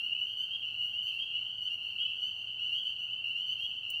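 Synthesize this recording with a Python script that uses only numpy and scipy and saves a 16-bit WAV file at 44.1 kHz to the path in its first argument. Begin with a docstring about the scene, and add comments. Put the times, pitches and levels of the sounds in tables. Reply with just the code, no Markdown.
"""Frog pond at night

A dense chorus of small frogs peeps. Each peep is a short rising whistle: the vocal sac radiates
the second harmonic of the larynx, the others stay faint. Trees scatter the calls. Behind them lie
faint rumble, hum and hiss, two far falling whistles and, near the end, one small metallic tick."""
import sys
import numpy as np
from scipy import signal
from scipy.fft import rfft, irfft
from scipy.io import wavfile
from scipy.ndimage import uniform_filter1d

SR = 44100
rng = np.random.default_rng(int(sys.argv[2]) if len(sys.argv) > 2 else 0)


def dump(signal):
    """Clip the signal to [-1, 1] and save it as 16-bit WAV at the path in sys.argv[1]."""
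    limited = np.clip(np.atleast_2d(signal).T, -1, 1)
    pcm = np.round(limited * 32767).astype(np.int16)
    wavfile.write(sys.argv[1], SR, pcm)


N = 176400


def undb(db):
    """Decibels to gain."""
    return 10 ** (np.asarray(db) / 20)


def unit(x):
    """Scale to rms 1."""
    return x / np.sqrt(np.mean(x ** 2))


def add(out, start_s, x):
    """Mix x into out at start_s."""
    i = int(round(start_s * SR))
    a, b = max(i, 0), min(i + len(x), len(out))
    if b > a:
        out[a:b] += x[a - i:b - i]


def wander(rate_hz):
    """Smoothed random steps, spread near 1."""
    hold = int(SR / rate_hz)
    steps = rng.standard_normal(2000)[np.arange(N) // hold]
    return 1.3 * uniform_filter1d(uniform_filter1d(steps, hold), hold)


def noise(spectrum):
    """Noise of rms 1, shaped by (f/Hz, level/dB) points."""
    hz, db = np.array(spectrum).T
    bins_hz = np.maximum(np.arange(N // 2 + 1) * SR / N, 1)
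    gain = undb(np.interp(np.log(bins_hz), np.log(hz), db))
    return unit(irfft(rfft(rng.standard_normal(N)) * gain, N))


# Night air spectrum: f/Hz, relative density/dB
AIR_SPECTRUM = [(20, -24.5), (32, -9.5), (45, 2.5), (60, -3), (90, 5.5), (135, -1), (200, 1), (270, -5),
                (400, -5.5), (580, -10), (740, -4.5), (1200, -12), (2000, -16.5), (3500, -25.5),
                (7000, -27.5), (15500, -31.5)]


def night_air(air_db=-66, hum_db=-70, hum_hz=112):
    """Faint rumble and hiss, with a low hum wavering in pitch and level."""
    pitch_hz = hum_hz * (1 + .02 * wander(14))
    hum = np.sqrt(2) * np.sin(2 * np.pi * np.cumsum(pitch_hz) / SR)
    air = undb(air_db) * noise(AIR_SPECTRUM)
    return air + undb(hum_db + 2 * wander(41)) * hum


def peep(length_s, mid_hz, harmonics_db, attack_s=.0065, rise_hz_per_s=2124, colour_db=0):
    """Gliding whistle on larynx harmonic 2, rasped by sac flutter; colour_db shifts the others."""
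    release_s, bend_hz_per_s2 = .0086, -6000
    rasp_db, rasp_hz = -34.5, 444
    t = np.arange(int(length_s * SR)) / SR
    from_mid_s = t - length_s / 2
    waver = np.interp(t / length_s, np.linspace(0, 1, 24), rng.standard_normal(24))
    lowpass = signal.butter(4, rasp_hz, fs=SR, output="sos")
    flutter = unit(signal.sosfilt(lowpass, rng.standard_normal(SR // 5)))[:len(t)]
    glide_hz = mid_hz + rise_hz_per_s * from_mid_s + bend_hz_per_s2 * from_mid_s ** 2
    larynx_hz = glide_hz / 2 * (1 + .0012 * waver)
    phase = 2 * np.pi * (np.cumsum(larynx_hz) / SR + rng.random())
    attack = np.sin(np.pi / 2 * np.clip(t / attack_s, 0, 1))
    release = np.sin(np.pi / 2 * np.clip((length_s - t) / release_s, 0, 1))
    shift_db = colour_db + 2 * rng.standard_normal(len(harmonics_db))  # no two calls alike
    shift_db[1] = 0
    voice = sum(undb(db) * np.sin(k * phase) for k, db in enumerate(shift_db + harmonics_db, 1))
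    return attack * release * (1 + undb(rasp_db) * flutter) * voice


def trees(call, echo_db, t60_s=.52, delay_s=.004, count=160):
    """Direct call plus its own scatter of echoes off trunks and banks."""
    spread, strength = rng.random(count), rng.standard_normal(count)
    lag_s = .5 * spread ** 2
    echoes = strength * undb(-60 * lag_s / t60_s) * np.sqrt(spread)
    response = np.zeros(SR * 3 // 4)
    taps = np.clip((delay_s + lag_s) * SR, 1, len(response) - 1).astype(int)
    response[taps] = undb(echo_db) * echoes / np.linalg.norm(echoes)
    response[0] = 1
    return signal.fftconvolve(call, response)


# Near larynx harmonics, first upward: relative level/dB
NEAR_LARYNX_DB = [-46.5, 0, -36, -38.5, -50.5, -56, -51.5, -44, -58.5, -68]
# Near peeps: t/s, length/s, mid f/Hz, rise/(Hz/s), relative level/dB, colour/dB, attack/s
NEAR_PEEPS = [(0,0.083,2850,2190,-32.5,2,0.0083), (.094,.08,2889,2430,-35,-9.5,0.0063),
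              (.095,0.054,2817,3420,-33,-6,.006), (0.141,0.11,2702,2400,-42.5,-0.5,0.024),
              (0.185,0.091,2960,1410,-35.5,4.5,0.0052), (0.264,0.083,2920,1416,-36,1.5,0.013),
              (0.368,0.078,3032,2650,-33.5,8.5,0.015), (0.489,0.075,3161,2790,-34.5,-2.5,0.04),
              (.624,0.067,2830,2110,-37.5,0,0.0024), (.625,0.058,2972,1850,-34.5,-4.5,0.0035),
              (0.774,0.068,2917,2620,-31,-1,.025), (0.796,0.087,2861,2370,-35.5,4.5,0.049),
              (0.819,.065,2850,2750,-37.5,1.5,0.019), (0.928,0.079,2890,3760,-33.5,-3,.012),
              (1.024,0.083,3022,2350,-35.5,9.5,0.01), (1.055,0.086,2900,2750,-37.5,4.5,0.012),
              (1.115,0.093,2728,2670,-41,4.5,0.019), (1.182,0.062,3177,2990,-33.5,-1.5,0.013),
              (1.326,0.089,2947,2330,-34.5,-2.5,0.027), (1.39,.095,2955,2560,-37.5,-10,.02),
              (1.404,.08,3130,2370,-46.5,-9.5,0.021), (1.607,0.081,2972,2560,-34,7,.015),
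              (1.699,0.061,2839,2190,-32,4,0.02), (1.778,0.084,2870,1980,-42,-6,0.0044),
              (1.825,0.096,2920,2870,-42,8.5,0.0037), (1.9,0.0743,2838,1980,-40.5,1,0.017),
              (1.977,0.063,3180,3200,-34,-2.5,0.025), (1.99,.082,2938,2630,-31,-1,0.039),
              (2.046,0.08,2688,1780,-41.5,4.5,0.017), (2.087,0.086,2945,1800,-39.5,-1.5,.004),
              (2.203,0.088,2977,2390,-32.5,6,0.024), (2.334,0.094,3014,2470,-40.5,6.5,.025),
              (2.492,.08,2963,3040,-39.5,-5,0.024), (2.556,.08,3157,2600,-49.5,-5,.02),
              (2.592,0.094,2940,2520,-33,2,0.0053), (2.692,.07,2833,1760,-33.5,2.5,.005),
              (2.719,0.084,2982,2000,-34,0.5,0.016), (2.735,0.068,3178,3040,-35.5,-0.5,0.021),
              (2.837,0.078,3004,2570,-33.5,5.5,0.027), (2.982,0.065,2956,1400,-35,5,0.013),
              (3.099,0.054,3004,2050,-37,-4.5,0.005), (3.149,.08,2722,1494,-44,-2.5,.012),
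              (3.24,0.065,2820,2030,-34.5,-6.5,.004), (3.241,0.076,2913,2620,-37,0,0.0044),
              (3.251,0.057,2710,2370,-37,0.5,.015), (3.337,0.11,2934,3655,-35,-3.5,.03),
              (3.352,.07,2835,2610,-36,7,0.011), (3.462,0.079,3007,2390,-33.5,6.5,0.012),
              (3.583,0.079,3170,2560,-35,-1,0.045), (3.585,0.12,2903,2400,-37.5,5,0.0072),
              (3.697,0.087,2917,1240,-40,2,.025), (3.846,.08,3018,2240,-47.5,-8.5,0.032),
              (3.877,0.092,2982,2420,-38,2.5,0.04), (3.935,0.073,2826,2060,-33,-1,0.004)]


def near_frogs(gain_db=-.5):
    """Peeps that stand out, each with the echoes of its own place."""
    out = np.zeros(N)
    for start_s, length_s, hz, rise_hz_per_s, db, colour_db, attack_s in NEAR_PEEPS:
        call = peep(length_s, hz, NEAR_LARYNX_DB, attack_s, rise_hz_per_s, colour_db)
        add(out, start_s, undb(db + gain_db) * trees(call, echo_db=-3.5))
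    return out


# Far larynx harmonics, first upward: relative level/dB
FAR_LARYNX_DB = [-39.5, -3, -34, -41.5, -50.5, -56, -55.5, -46.5, -68, -66]


def far_frogs(count=32, rms_db=-40, scatter_db=2.05, gap_s=.62, centre_hz=2927.6, spread_hz=155):
    """Distant crowd, each frog repeating its peep at its own pitch and pace."""
    out = np.zeros(N)
    for frog, turn in enumerate(rng.permutation(count)):
        hz = centre_hz + spread_hz * np.arcsin((2 * frog + 1) / count - 1)  # densest at the centre
        pace, loudness = rng.standard_normal(2)
        calls = np.zeros(N + SR)  # 1 s lead-in
        for k, (late, sharp, accent) in enumerate(rng.standard_normal((9, 3))):
            start_s = gap_s * ((k + turn / count) * (1 + .02 * pace) + .03 * late)
            call = peep(length_s=.085, mid_hz=hz + 12 * sharp, harmonics_db=FAR_LARYNX_DB)
            add(calls, start_s, undb(scatter_db * (loudness + accent) / 2) * call)
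        out += trees(calls, echo_db=3)[SR:SR + N]
    return undb(rms_db) * unit(out)


# Peep onset clicks: t/s, level/dB
ONSET_CLICKS = [(.3706, -64), (1.028, -69), (1.604, -72), (1.6994, -66), (2.2034, -65), (2.838, -67),
                (3.4644, -67)]
# Click spectrum: f/Hz, relative density/dB
CLICK_SPECTRUM = [(800, -9), (2000, -7.5), (5000, 0.5), (8500, -3.5), (11000, -11), (15000, -18)]


def onset_clicks(decay_s=.0033):
    """Soft dry clicks with which the closest frogs start their peeps."""
    out, t = np.zeros(N), np.arange(SR // 20) / SR
    for start_s, db in ONSET_CLICKS:
        add(out, start_s, undb(db) * np.exp(-t / decay_s) * noise(CLICK_SPECTRUM)[:len(t)])
    return out


# Raspy larynx harmonics, first upward: relative level/dB
RASPY_LARYNX_DB = [-22.5, 3, -1, -5.5, -10, -12, -10.5, -4.5, -9, -17.5]
# Raspy peeps: t/s, echo level/dB
RASPY_PEEPS = [(0.811, -72), (1.969, -76), (2.71, -73.5), (3.58, -70)]


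def raspy_frog(echo_db=11.5):
    """A frog rich in overtones, heard mostly as echoes off the trees."""
    out = np.zeros(N)
    for start_s, db in RASPY_PEEPS:
        call = peep(length_s=.067, mid_hz=2990, harmonics_db=RASPY_LARYNX_DB)
        add(out, start_s, undb(db - echo_db) * trees(call, echo_db))
    return out


# Falling calls: t/s, length/s, mid f/Hz, relative level/dB
FALLING_CALLS = [(1.307, 0.12, 2345, -71), (1.88, 0.12, 2376, -72)]


def falling_calls():
    """Two faint downward whistles far off, pitched below the chorus."""
    out = np.zeros(N)
    for start_s, length_s, hz, db in FALLING_CALLS:
        call = peep(length_s, hz, FAR_LARYNX_DB, attack_s=length_s / 3, rise_hz_per_s=-1400)
        add(out, start_s, undb(db) * trees(call, echo_db=3))
    return out


# Bump spectrum: f/Hz, relative density/dB
BUMP_SPECTRUM = [(20, -12), (45, -1), (100, -4), (250, -21), (2000, -71)]


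def bump(peak_s=1.6, width_s=.037, level_db=-64.5):
    """A brief, soft swell of rumble."""
    t = np.arange(N) / SR
    swell = np.exp(-((t - peak_s) / width_s) ** 2)
    return undb(level_db) * swell * noise(BUMP_SPECTRUM)


# Metal modes: f/Hz, level/dB, T60/s
METAL_MODES = [(8876, -53, .06), (9027, -49, .04), (12114, -55, .1), (15492, -39, .032), (15500, -70, .35),
               (15808, -66, .06)]
# Tap spectrum: f/Hz, relative density/dB
TAP_SPECTRUM = [(2000, -22), (4500, -5), (7000, 1), (9000, 15), (11000, 2), (13500, -13), (15500, -9)]


def metal_tick(start_s=3.9025, tap_db=-43.5, tap_decay_s=.0032):
    """A tiny metal part is tapped and rings very high."""
    out, t = np.zeros(N), np.arange(SR // 4) / SR
    ring = sum(undb(db - 60 * t / t60_s) * np.sin(2 * np.pi * hz * t) for hz, db, t60_s in METAL_MODES)
    tap = undb(tap_db) * np.exp(-t / tap_decay_s) * noise(TAP_SPECTRUM)[:len(t)]
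    add(out, start_s, ring + tap)
    return out


def scene():
    """Mono mix of background, calls and tick."""
    background = night_air() + bump()
    calls = far_frogs() + near_frogs() + raspy_frog() + falling_calls() + onset_clicks()
    return (background + calls + metal_tick())[None]


def record(dry):
    """Steep low-pass on the top treble."""
    cutoff_hz = 15800
    return signal.sosfilt(signal.ellip(12, .1, 80, cutoff_hz, fs=SR, output="sos"), dry)


dry = scene()
out = record(dry)
dump(out)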